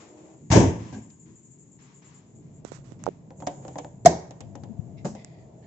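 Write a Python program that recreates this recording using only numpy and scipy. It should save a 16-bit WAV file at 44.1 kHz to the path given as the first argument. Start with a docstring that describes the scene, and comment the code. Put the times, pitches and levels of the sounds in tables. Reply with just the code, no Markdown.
"""Over a low outdoor hum and a chirping insect, a van door swings and slams in a tiled carport:
the lock clatters, the steel skin booms and a loose panel shudders. Someone scuffs round to the rear
with a hand-held camera, fingers tapping its shell. The hatch handle rattles, then the latch lets go
close enough to overload the microphone. A finger judders on the shell while the hatch slides up
on its rubbing strut and knocks against its stop."""
import sys
import numpy as np
from scipy import signal
from scipy.fft import irfft, next_fast_len
from scipy.io import wavfile
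from scipy.ndimage import uniform_filter1d, minimum_filter1d

SR = 44100
rng = np.random.default_rng(int(sys.argv[2]) if len(sys.argv) > 2 else 0)


def output_pcm(signal):
    """Save a mono or channel-first signal as 16-bit PCM at the path in sys.argv[1].

    Samples are clipped to [-1, 1] before scaling.
    """
    pcm = np.clip(np.atleast_2d(signal).T, -1, 1) * 32767
    wavfile.write(sys.argv[1], SR, np.round(pcm).astype(np.int16))


N = 249958
TIME = np.arange(N) / SR
CORNER_S = 2.18  # the camera is halfway round the rear corner of the van

# noise colours, dark to bright: (frequency [Hz], level [dB])
HUM = [(25, -36), (50, -23.5), (90, -10.5), (140, 1), (200, -3.5), (300, -6.5), (420, -13), (700, -52.5)]
WASH = [(180, -23), (320, 4), (480, 2.5), (680, -3.5), (900, -5), (1300, -23), (2500, -39)]
AIR = [(500, -15.5), (1000, 7.5), (1400, -1.5), (2100, 1), (3000, -4), (4600, -8), (6000, -4), (8000, -10)]
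HISS = [(4500, -37.5), (6000, -15), (6700, 3), (7200, 5), (7700, -4), (8300, -29.5)]
# the bright tick of a light contact: (frequency [Hz], level [dB], t60 [s])
TAP_TICK = [(1140, -8.5, 0.0045), (2210, -14.5, 0.0046), (4200, -11.5, 0.0026), (7500, 1.5, 0.0032)]


def amp(db):
    """Decibels to gain."""
    return 10 ** (np.asarray(db) / 20)


def unit_rms(x):
    """Scales to rms 1."""
    return x / np.sqrt(np.mean(x ** 2) + 1e-20)


def curve(points, hz):
    """Interpolates (frequency [Hz], value) points on a log-frequency axis."""
    f, value = np.transpose(points)
    return np.interp(np.log(hz + 1), np.log(f + 1), value)


def panned(db):
    """Constant-power stereo gains; positive dB leans left."""
    return unit_rms(amp([[db / 2], [-db / 2]]))


def add(mix, s, sound):
    """Adds a sound to the mix at time s."""
    part = mix[:, round(s * SR):][:, :sound.shape[-1]]
    part += sound[..., :part.shape[1]]


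def wander(samples):
    """Random drift of rms 1, smoothed over this many samples."""
    return unit_rms(uniform_filter1d(rng.standard_normal(N), size=samples))


def strokes(rows, attack, release):
    """Envelope for (time [s], length [s], level [dB]) rows: each rises, holds and dies away."""
    return sum(amp(db) * np.clip((TIME - s) / attack, 0, 1)
               * np.exp(-np.maximum(TIME - s - length, 0) / release) for s, length, db in rows)


def soften(x, rise):
    """Rounds off an attack, as when vibration spreads over a panel."""
    return x * (1 - np.exp(-np.arange(x.shape[-1]) / SR / rise))


def stereo_spectra(size):
    """Noise spectra for two microphones, alike in the bass and nearly unrelated in the treble."""
    # likeness of the two sides: (frequency [Hz], correlation [0-1])
    likeness = [(100, 1), (400, 0.75), (750, 0.36), (1200, 0.047), (3000, 0.033), (8000, 0.12)]
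    hz = np.fft.rfftfreq(size, 1 / SR)
    mid, side = np.exp(2j * np.pi * rng.random((2, len(hz))))
    same = curve(likeness, hz)
    mid, side = mid * np.sqrt(1 + same), side * np.sqrt(1 - same)
    return hz, np.array([mid + side, mid - side])


def noise(colour):
    """Steady stereo noise of a given colour."""
    hz, spectra = stereo_spectra(next_fast_len(N, True))
    return unit_rms(irfft(spectra * amp(curve(colour, hz)))[:, :N])


def resonant(peaks):
    """Steady stereo noise in a few resonances."""
    hz, spectra = stereo_spectra(next_fast_len(N, True))
    shape = sum(amp(db) / (1 + ((hz - centre) / width) ** 2) for centre, width, db in peaks)
    return unit_rms(irfft(spectra * shape)[:, :N])


def bands(rows, size):
    """Overlapping bands of noise, each dying at its own speed."""
    hz, spectra = stereo_spectra(size)
    t = np.arange(size) / SR
    edges = np.log([rows[0][0] / 2] + [row[0] for row in rows] + [rows[-1][0] * np.sqrt(2)])
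    for k, (_, db, t60) in enumerate(rows):
        share = np.interp(np.log(hz + 1), edges[k:k + 3], [0, 1, 0])
        yield db, unit_rms(irfft(spectra * share)) * np.exp(-np.log(1000) * t / t60)


def burst(rows, size=32768):
    """A blow on something with too many modes to tell apart."""
    return sum(amp(db) * band for db, band in bands(rows, size))


def ring(modes, size=32768):
    """A blow on a few distinct modes."""
    t = np.arange(size) / SR
    return sum((-1) ** k * amp(db) * np.exp(-np.log(1000) * t / t60) * np.sin(2 * np.pi * hz * t)
               for k, (hz, db, t60) in enumerate(modes))


def walk(beside_db, behind_db, open_db, corner_takes_s=0.98, open_s=4.3, open_takes_s=0.39):
    """Gain that glides from beside the van to behind it, then to the open hatch."""
    rounded = .5 + .5 * np.tanh(2 * (TIME - CORNER_S) / corner_takes_s)
    ajar = .5 + .5 * np.tanh(2 * (TIME - open_s) / open_takes_s)
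    return amp(beside_db + (behind_db - beside_db) * rounded + (open_db - behind_db) * ajar)


def ambience(flicker_db=2.0):
    """Outdoor hum, wash and flickering hiss, booming in the hollows behind and inside the van."""
    # air resonances behind and inside the van: (frequency [Hz], half-width [Hz], level [dB])
    hollow_peaks = [(134, 33, 3), (179, 50, -7), (390, 25, -26.5), (615, 30, -19)]
    load_space_peaks = [(300, 12, -3), (445, 12, -3.5), (660, 47, 1)]
    flicker = amp(flicker_db * wander(2500))
    hum = noise(HUM) * walk(-55.5, -54.5, -57)
    wash = noise(WASH) * walk(-73, -60.5, -58)
    air = noise(AIR) * walk(-73.5, -75, -72)
    hiss = noise(HISS) * walk(-65, -73, -72) * flicker
    hollow = resonant(hollow_peaks) * walk(-66, -47, -49.5)
    load_space = resonant(load_space_peaks) * walk(-83.5, -67, -59)
    lean_left = walk(3.5, 0.5, 1) ** np.array([[.5], [-.5]])
    return (hum + wash + air + hiss + hollow + load_space) * lean_left


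def carport(x):
    """Diffuse echo from the roof, walls and tiles."""
    # reverb bands: (frequency [Hz], energy [dB], t60 [s])
    decays = [(120, -34, 1), (388, -30, 0.31), (900, -27.5, .85), (2200, -18, 0.47), (6500, -18.5, 0.43)]
    tail = sum(amp(db) * band / np.linalg.norm(band[0]) for db, band in bands(decays, size=32768))
    return signal.oaconvolve(x, soften(tail, rise=0.0068), axes=1)[:, :N]


def insect(gap_s=.085, blur_s=.075, glide_s=0.015, top_hz=7550, bottom_hz=6850):
    """An insect chirps in bouts and trills once; a chirp is two falling whistles in a blur of echo."""
    # bouts of chirps, and the steady trill: (time [s], length [s], level [dB])
    bouts = [(0.01, .08, -60), (0.252, 0.12, -66), (0.957, 0.15, -55.5), (1.209, 0.0096, -54.5),
             (1.368, 0.23, -54.5), (1.729, 0.093, -57), (1.956, .2, -56), (2.366, .01, -60),
             (2.556, .01, -60), (4.005, .01, -65.5)]
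    trills = [(3.36, .5, -59)]
    # colour of the blur: (frequency [Hz], half-width [Hz], level [dB])
    blur_peaks = [(6900, 180, -4), (7433, 100, -3)]
    chirps = [(at, db) for s, span, db in bouts
              for at in np.linspace(s, s + span, 1 + round(span / gap_s))]
    blur, whistles = np.zeros((1, N)), np.zeros((2, N))
    fade, glide = np.arange(0, 1, 1 / (blur_s * SR)), np.arange(0, 1, 1 / (glide_s * SR))
    for s, db in chirps:
        start = max(s - glide_s, 0)
        add(blur, start, amp(db) * unit_rms(np.sqrt(fade) * (1 - fade)))
        for k in range(2):
            hz = (top_hz + (bottom_hz - top_hz) * glide) * rng.uniform(.97, 1.02)
            whistle = np.sin(np.pi * glide) * np.sin(2 * np.pi * np.cumsum(hz) / SR)
            add(whistles, start + k * glide_s, amp(db - .5 - 2.6 * k) * whistle)
    trill = noise(HISS) * strokes(trills, attack=0.018, release=0.06)
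    return panned(4) * (whistles + amp(-4) * resonant(blur_peaks) * blur) + trill


def footsteps():
    """Feet and clothes brush along as the camera is carried round the van."""
    # airy scuffs and soft, low footfalls: (time [s], length [s], level [dB])
    scuffs = [(0, 0.0077, -51.5), (.17, 0.14, -66.5), (.79, 0.1, -52.5), (1.257, 0.038, -66.5),
              (1.787, 0.13, -60.5), (2.02, 0.15, -61), (2.42, 0.18, -74.5), (2.99, 0.095, -61.5),
              (3.62, 0.13, -63.5)]
    footfalls = [(1.22, 0.12, -52), (2.33, 0.16, -50.5), (2.95, 0.15, -48)]
    return (panned(4) * noise(AIR) * strokes(scuffs, attack=0.0027, release=.085)
            + noise(HUM) * strokes(footfalls, attack=0.021, release=0.035))


def judder(slips_hz=112, unevenness=.3):
    """A finger sticks and slips unevenly on the camera shell beside the left microphone."""
    # finger drags: (time [s], length [s], level [dB]); a negative length starts already faded
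    drags = [(4.39, 0.74, -43.5), (4.675, -0.1254, -25)]
    # what each slip shakes: (frequency [Hz], level [dB], t60 [s])
    modes = [(117, 1, 0.035), (229, -2, 0.025), (328, -8.5, 0.027)]
    turns = np.cumsum(slips_hz * np.exp(unevenness * wander(400))) / SR
    slips = np.diff(np.floor(turns), prepend=0)
    groan = unit_rms(signal.oaconvolve(slips - slips.mean(), ring(modes, size=4096))[:N])
    return panned(12) * groan * strokes(drags, attack=0.024, release=0.019)


def fingers(low_cut_hz=170, firm_tap_db=-14, octaves_per_db=0.32):
    """Damped taps and rubs on the camera shell, mostly on the right; softer taps sound lower."""
    # a sliding fingertip: (time [s], length [s], level [dB]); its colour: (frequency [Hz], level [dB])
    rubs = [(2.645, 0.04, -48.5), (2.715, 0.047, -48), (2.84, 0.092, -57.5)]
    rub_colour = [(300, -26), (1000, 3), (3000, -7.5), (5000, -8), (7300, -0.5), (8200, -4)]
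    # finger taps: (time [s], thud [dB], t60 [s], tick [dB], pan [dB])
    taps = [(2.6499, -15.5, 0.005, -36.5, -36), (2.7194, -15.5, 0.0044, -36, -35),
            (2.761, -27, .008, -47, -23), (2.79, -23, 0.022, -61, -25), (2.921, -17.5, 0.0046, -47, -40),
            (3.039, -28, 0.013, -25, -18), (3.059, -22, 0.032, -40, 11), (3.066, -12.5, 0.0097, -33, -9.5),
            (3.0769, -14.5, 0.019, -60, -37), (3.0872, -15.5, 0.014, -43, -30),
            (5.247, -22.5, 0.013, -28.5, -4.5)]
    # the shell under a firm tap: (frequency [Hz], level [dB])
    shell_modes = [(565, 2), (1000, -11.5)]
    out = panned(-13.5) * noise(rub_colour) * strokes(rubs, attack=0.0051, release=0.029)
    for s, thud_db, t60, tick_db, pan_db in taps:
        pitch = 2 ** (octaves_per_db * (thud_db - firm_tap_db))
        thud = ring([(hz * pitch, db, t60) for hz, db in shell_modes], size=4096)
        add(out, s, panned(pan_db) * (amp(tick_db) * burst(TAP_TICK, size=4096) - amp(thud_db) * thud))
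    return signal.sosfilt(signal.butter(2, low_cut_hz, "highpass", fs=SR, output="sos"), out)


def door_swing(moan_s=.1, moan_hz=300, rise_hz_per_s=85, waver=0.0056):
    """The door swings with a swish and a faint rising moan, pushing air ahead of it."""
    hz = (moan_hz + rise_hz_per_s * (TIME - moan_s)) * (1 + waver * wander(600))
    phase = 2 * np.pi * np.cumsum(hz) / SR
    tone = unit_rms(amp(1) * np.sin(phase) + amp(-9) * np.sin(2 * phase))
    moan = tone * strokes([(moan_s, .25, -52.5)], attack=0.01, release=.025)
    swish = noise(WASH) * strokes([(0, 0.35, -54)], attack=0.004, release=0.053)
    pushed_air = noise(HUM) * strokes([(0.368, 0.617, -46)], attack=0.069, release=.09)
    return moan + swish + pushed_air


def strut(sag_per_s=0.26, flutter_db=2.0):
    """The strut rubs unevenly as it slides out, its resonances sinking."""
    # strokes of the rod: (time [s], length [s], level [dB])
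    slides = [(4.965, 0.021, -60.5), (5.15, 0.072, -58), (5.24, 0.19, -68), (5.62, 0.019, -64.5)]
    # its resonances: (frequency [Hz], half-width [Hz], level [dB])
    peaks = [(2020, 130, -1.5), (2500, 140, -10), (3500, 360, -14), (4980, 590, -14.5)]
    speed = 1 + sag_per_s * np.clip(slides[2][0] - TIME, -.5, .5)  # sinks around the third stroke
    rub = np.array([np.interp(np.cumsum(speed) % N, np.arange(N), side) for side in resonant(peaks)])
    return rub * strokes(slides, attack=0.018, release=0.034) * amp(flutter_db * wander(400))


def linkage(detune=.06):
    """Small metal parts tick and knock on the hollow hatch; their modes shift from click to click."""
    # the hand dragging the handle out: (time [s], length [s], level [dB])
    pull = [(3.37, 0.32, -52)]
    # clicks of the linkage and the rising hatch: (time [s], knock [dB], tick [dB], pan [dB])
    clicks = [(1.102, -77, -51.5, 5), (3.306, -40.5, -58, -1), (3.403, -47.5, -46, 0),
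              (3.423, -33, -52, -1), (3.468, -43.5, -33.5, 0), (3.472, -22.5, -29.5, 1),
              (3.651, -36, -57.5, -1.5), (3.681, -36, -43.5, 0), (3.757, -30, -50, -1.5),
              (3.783, -47, -39, 7.5), (3.786, -29, -34.5, -1.5), (3.847, -35, -63, 0.5),
              (4.308, -40.5, -42.5, -1), (4.406, -40, -38, -1.5), (4.554, -36.5, -44, 6.5),
              (4.636, -39.5, -46.5, 1.5), (5.151, -39, -45, 3)]
    # the handle's ring, the hollow knock, the metal tick: (frequency [Hz], level [dB], t60 [s])
    handle_modes = [(303.3, -4, 0.14), (537, -6.5, 0.2), (757, -4.5, 0.081), (895, -13, 0.11),
                    (1000, -15, .08), (1780, -25, 0.05), (3240, -27.5, 0.04)]
    knock_bands = [(140, -21, 0.14), (302, -11.5, 0.053), (710, -3, 0.16), (1150, -22.5, .08),
                   (1700, -24, .08)]
    tick_bands = [(1700, -14, .06), (3220, -15.5, 0.1), (4640, -9.5, 0.021), (6900, -4.5, 0.035)]
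    # each part seats and bounces once: (delay [s], level [dB])
    chatter = [(0, -1.5), (.007, -17.5)]
    out = noise(WASH) * strokes(pull, attack=.03, release=0.061)
    for s, knock_db, tick_db, pan_db in clicks:
        modes = [(hz * np.exp(detune * rng.standard_normal()), db, t60) for hz, db, t60 in handle_modes]
        knock = amp(-3.5) * burst(knock_bands, size=8192) + amp(-2) * ring(modes, size=8192)
        contact = amp(knock_db) * burst([(700, -6, 0.016), (2000, -16, 0.0068)], size=2048)
        tick = burst(tick_bands, size=2048) + amp(-1.5) * burst(TAP_TICK, size=2048)
        add(out, s, panned(pan_db) * amp(knock_db) * knock)
        for delay, db in chatter:
            add(out, s + delay, panned(pan_db) * amp(db) * (contact + amp(tick_db) * tick))
    return out


def hatch_stop():
    """The rising hatch meets its stop with a quick double knock."""
    # the knocks: (time [s], level [dB])
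    blows = [(5.047, -3.5), (5.052, -1)]
    # the hatch's dense ringing and its distinct modes: (frequency [Hz], level [dB], t60 [s])
    ringing = [(139, -36, 0.22), (230, -32.5, 0.2), (560, -34, 0.15), (920, -36, 0.14), (1520, -44.5, 0.12),
               (3800, -50.5, 0.16), (7200, -43, 0.34)]
    modes = [(205, -32.5, 0.37), (230, -34.5, 0.45), (576, -30, 0.086), (1650, -49, 0.13),
             (6900, -40.5, 0.1)]
    out = np.zeros((2, N))
    for s, db in blows:
        knock = amp(-2.0) * burst(ringing) + amp(-1.5) * ring(modes)
        add(out, s, amp(db) * soften(knock, rise=0.0003))
    return out


def low_swells(pitch_sag=0.067, door_lag_s=-0.000047, hatch_lag_s=0.000076):
    """Short low swells: flexing panels, pushed air, a finger bumping the camera shell on the left."""
    # a few sagging cycles each: (time [s], length [s], frequency [Hz], level [dB], pan [dB])
    swells = [(0.502, 0.015, 124, -10, 0), (.55, 0.025, 114, -6.5, 0.5), (0.656, 0.038, 98.3, -14, -2),
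              (4.0505, 0.0058, 340, -14, -1), (4.0562, 0.022, 691.3, 3.5, 0), (4.06, 0.029, 160.3, -19, 1),
              (4.687, .05, 222.4, -33, 21), (4.788, 0.016, 137, -20, 30), (5.045, 0.0152, 206, -22, 2)]
    out = np.zeros((2, N))
    for s, length, hz, db, pan_db in swells:
        progress = np.arange(0, 1, 1 / (length * SR))
        turns = np.cumsum(hz * (1 + pitch_sag * (.5 - progress))) / SR
        left_lag = door_lag_s if s < CORNER_S else hatch_lag_s
        tone = np.sin(2 * np.pi * np.array([turns - hz * left_lag, turns]))
        add(out, s, panned(pan_db) * amp(db) * np.sin(np.pi * progress) ** 2 * tone)
    return out


def latch():
    """The pawl slips off the striker, shaking the hatch and the cabin behind it."""
    # blows of the latch: (time [s], panel [dB], snap [dB], cabin [dB])
    blows = [(4.05, -11.5, -23.5, -21.5), (4.057, -9.5, -4.5, -12), (4.059, 1, -2, 1),
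             (4.062, -18.5, -10.5, -9), (4.076, -20, -22, -7)]
    # hatch panel, snapping pawl and ringing cabin: (frequency [Hz], level [dB], t60 [s])
    panel_modes = [(79, -30, 0.39), (170, -16.5, 0.26), (277, -26, .12), (308, -30.5, 0.35),
                   (367, -35.5, 0.62), (473, -20.5, 0.12), (657, -26, 0.35), (688, -24, 0.22),
                   (913, -45.5, 0.36), (1750, -40.5, 0.26), (1840, -40.5, 0.22)]
    snap_bands = [(640, -15, 0.1), (1230, -23.5, 0.044), (1840, -22.5, .07), (2830, -31.5, 0.025),
                  (4670, -20.5, 0.065), (7000, -18, 0.06)]
    cabin_bands = [(150, -33, 0.28), (400, -28.5, 0.41), (740, -28.5, .45), (1160, -52, 0.15),
                   (1900, -45, 0.14), (4000, -40.5, 0.17), (6900, -34.5, 0.27)]
    out = np.zeros((2, N))
    for s, panel_db, snap_db, cabin_db in blows:
        add(out, s, amp(panel_db) * ring(panel_modes))
        add(out, s, amp(snap_db) * panned(-1.6) * burst(snap_bands, size=8192))
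        add(out, s, amp(cabin_db) * soften(burst(cabin_bands), rise=0.002))
    return out


def door_slam(landing_s=.5555):
    """The lock rattles over its striker, the door lands on the body, and a loose panel shudders."""
    # blows of the closing door: (time [s], body [dB], lock [dB])
    blows = [(0.501, -23, -10.5), (0.5134, -14, 1.5), (.522, -8.5, -1), (0.5548, 0, -2.5),
             (.572, -6.5, -10.5), (.6, -6.5, -15), (.925, -28.5, -27)]
    # knocks of the loose panel: (time [s], level [dB])
    shudders = [(.926, -0.5), (.942, 3)]
    # door skin, van body, lock and loose panel: (frequency [Hz], level [dB], t60 [s])
    skin_modes = [(57.7, -26.5, 0.29), (69.6, -32, 0.25), (101.4, -12.5, .33), (174.8, -16, 0.63),
                  (196.2, -18.5, 0.4), (224, -28, .4), (264.7, -15.5, 0.43), (326, -11.5, 0.37),
                  (402, -17.5, 0.29), (530, -24.5, 0.2), (577, -25.5, 0.17), (647, -23, 0.34),
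                  (765, -30, 0.18), (907, -17, 0.19), (980, -27.5, .3)]
    body_bands = [(90, -14.5, 0.44), (190, -17.5, 0.38), (367.4, -18.5, 0.46), (692, -23.5, 0.33),
                  (1000, -30.5, 0.43), (1300, -38.5, 0.1)]
    lock_bands = [(474, -30, 0.39), (920, -25, .35), (1250, -39, 0.25), (1740, -30, 0.38),
                  (2880, -33.5, 0.39), (4440, -33.5, 0.21), (6500, -27, 0.37)]
    shudder_modes = [(214.2, -33.5, 0.37), (265, -36.5, 0.21), (739, -43, 0.1), (1560, -50, 0.098),
                     (1630, -53, 0.1)]
    out = np.zeros((2, N))
    add(out, landing_s, soften(ring(skin_modes), rise=0.012))
    for s, body_db, lock_db in blows:
        add(out, s, amp(body_db) * soften(burst(body_bands), rise=0.0011))
        add(out, s, amp(lock_db) * panned(5.1) * soften(burst(lock_bands), rise=0.0025))
    for s, db in shudders:
        add(out, s, amp(db) * soften(ring(shudder_modes), rise=0.0087))
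    return out


def scene():
    """The mix: the slam is farthest and wettest; only it, the latch and the hardware feed the echo."""
    slam, release = door_slam(), latch()
    hardware = linkage() + strut() + hatch_stop()
    echo = carport(amp(-1.5) * slam + amp(-4.0) * release + amp(-3.5) * hardware)
    van = door_swing() + slam + release + hardware + echo
    return van + low_swells() + fingers() + judder() + footsteps() + ambience() + insect()


def record(dry, low_cut_hz=38, treble_edge_hz=7900, ceiling_db=2.04, top_hz=15400):
    """A narrow-band microphone, a fast limiter that lets peaks just clip, then a final low-pass."""
    lean = signal.sosfilt(signal.butter(2, low_cut_hz, "highpass", fs=SR, output="sos"), dry)
    treble_cut = signal.firwin(301, treble_edge_hz, window=("kaiser", 7), fs=SR)
    narrow = signal.oaconvolve(lean, treble_cut[None], "same")
    safe_gain = np.minimum(1, amp(ceiling_db) / (abs(narrow).max(0) + 1e-9))
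    gain = uniform_filter1d(minimum_filter1d(safe_gain, size=61), size=61)
    clipped = np.clip(narrow * gain, -1, 1)
    top_cut = signal.firwin(255, top_hz, window=("kaiser", 9), fs=SR)
    return signal.oaconvolve(clipped, top_cut[None], "same")


dry = scene()
out = record(dry)
output_pcm(out)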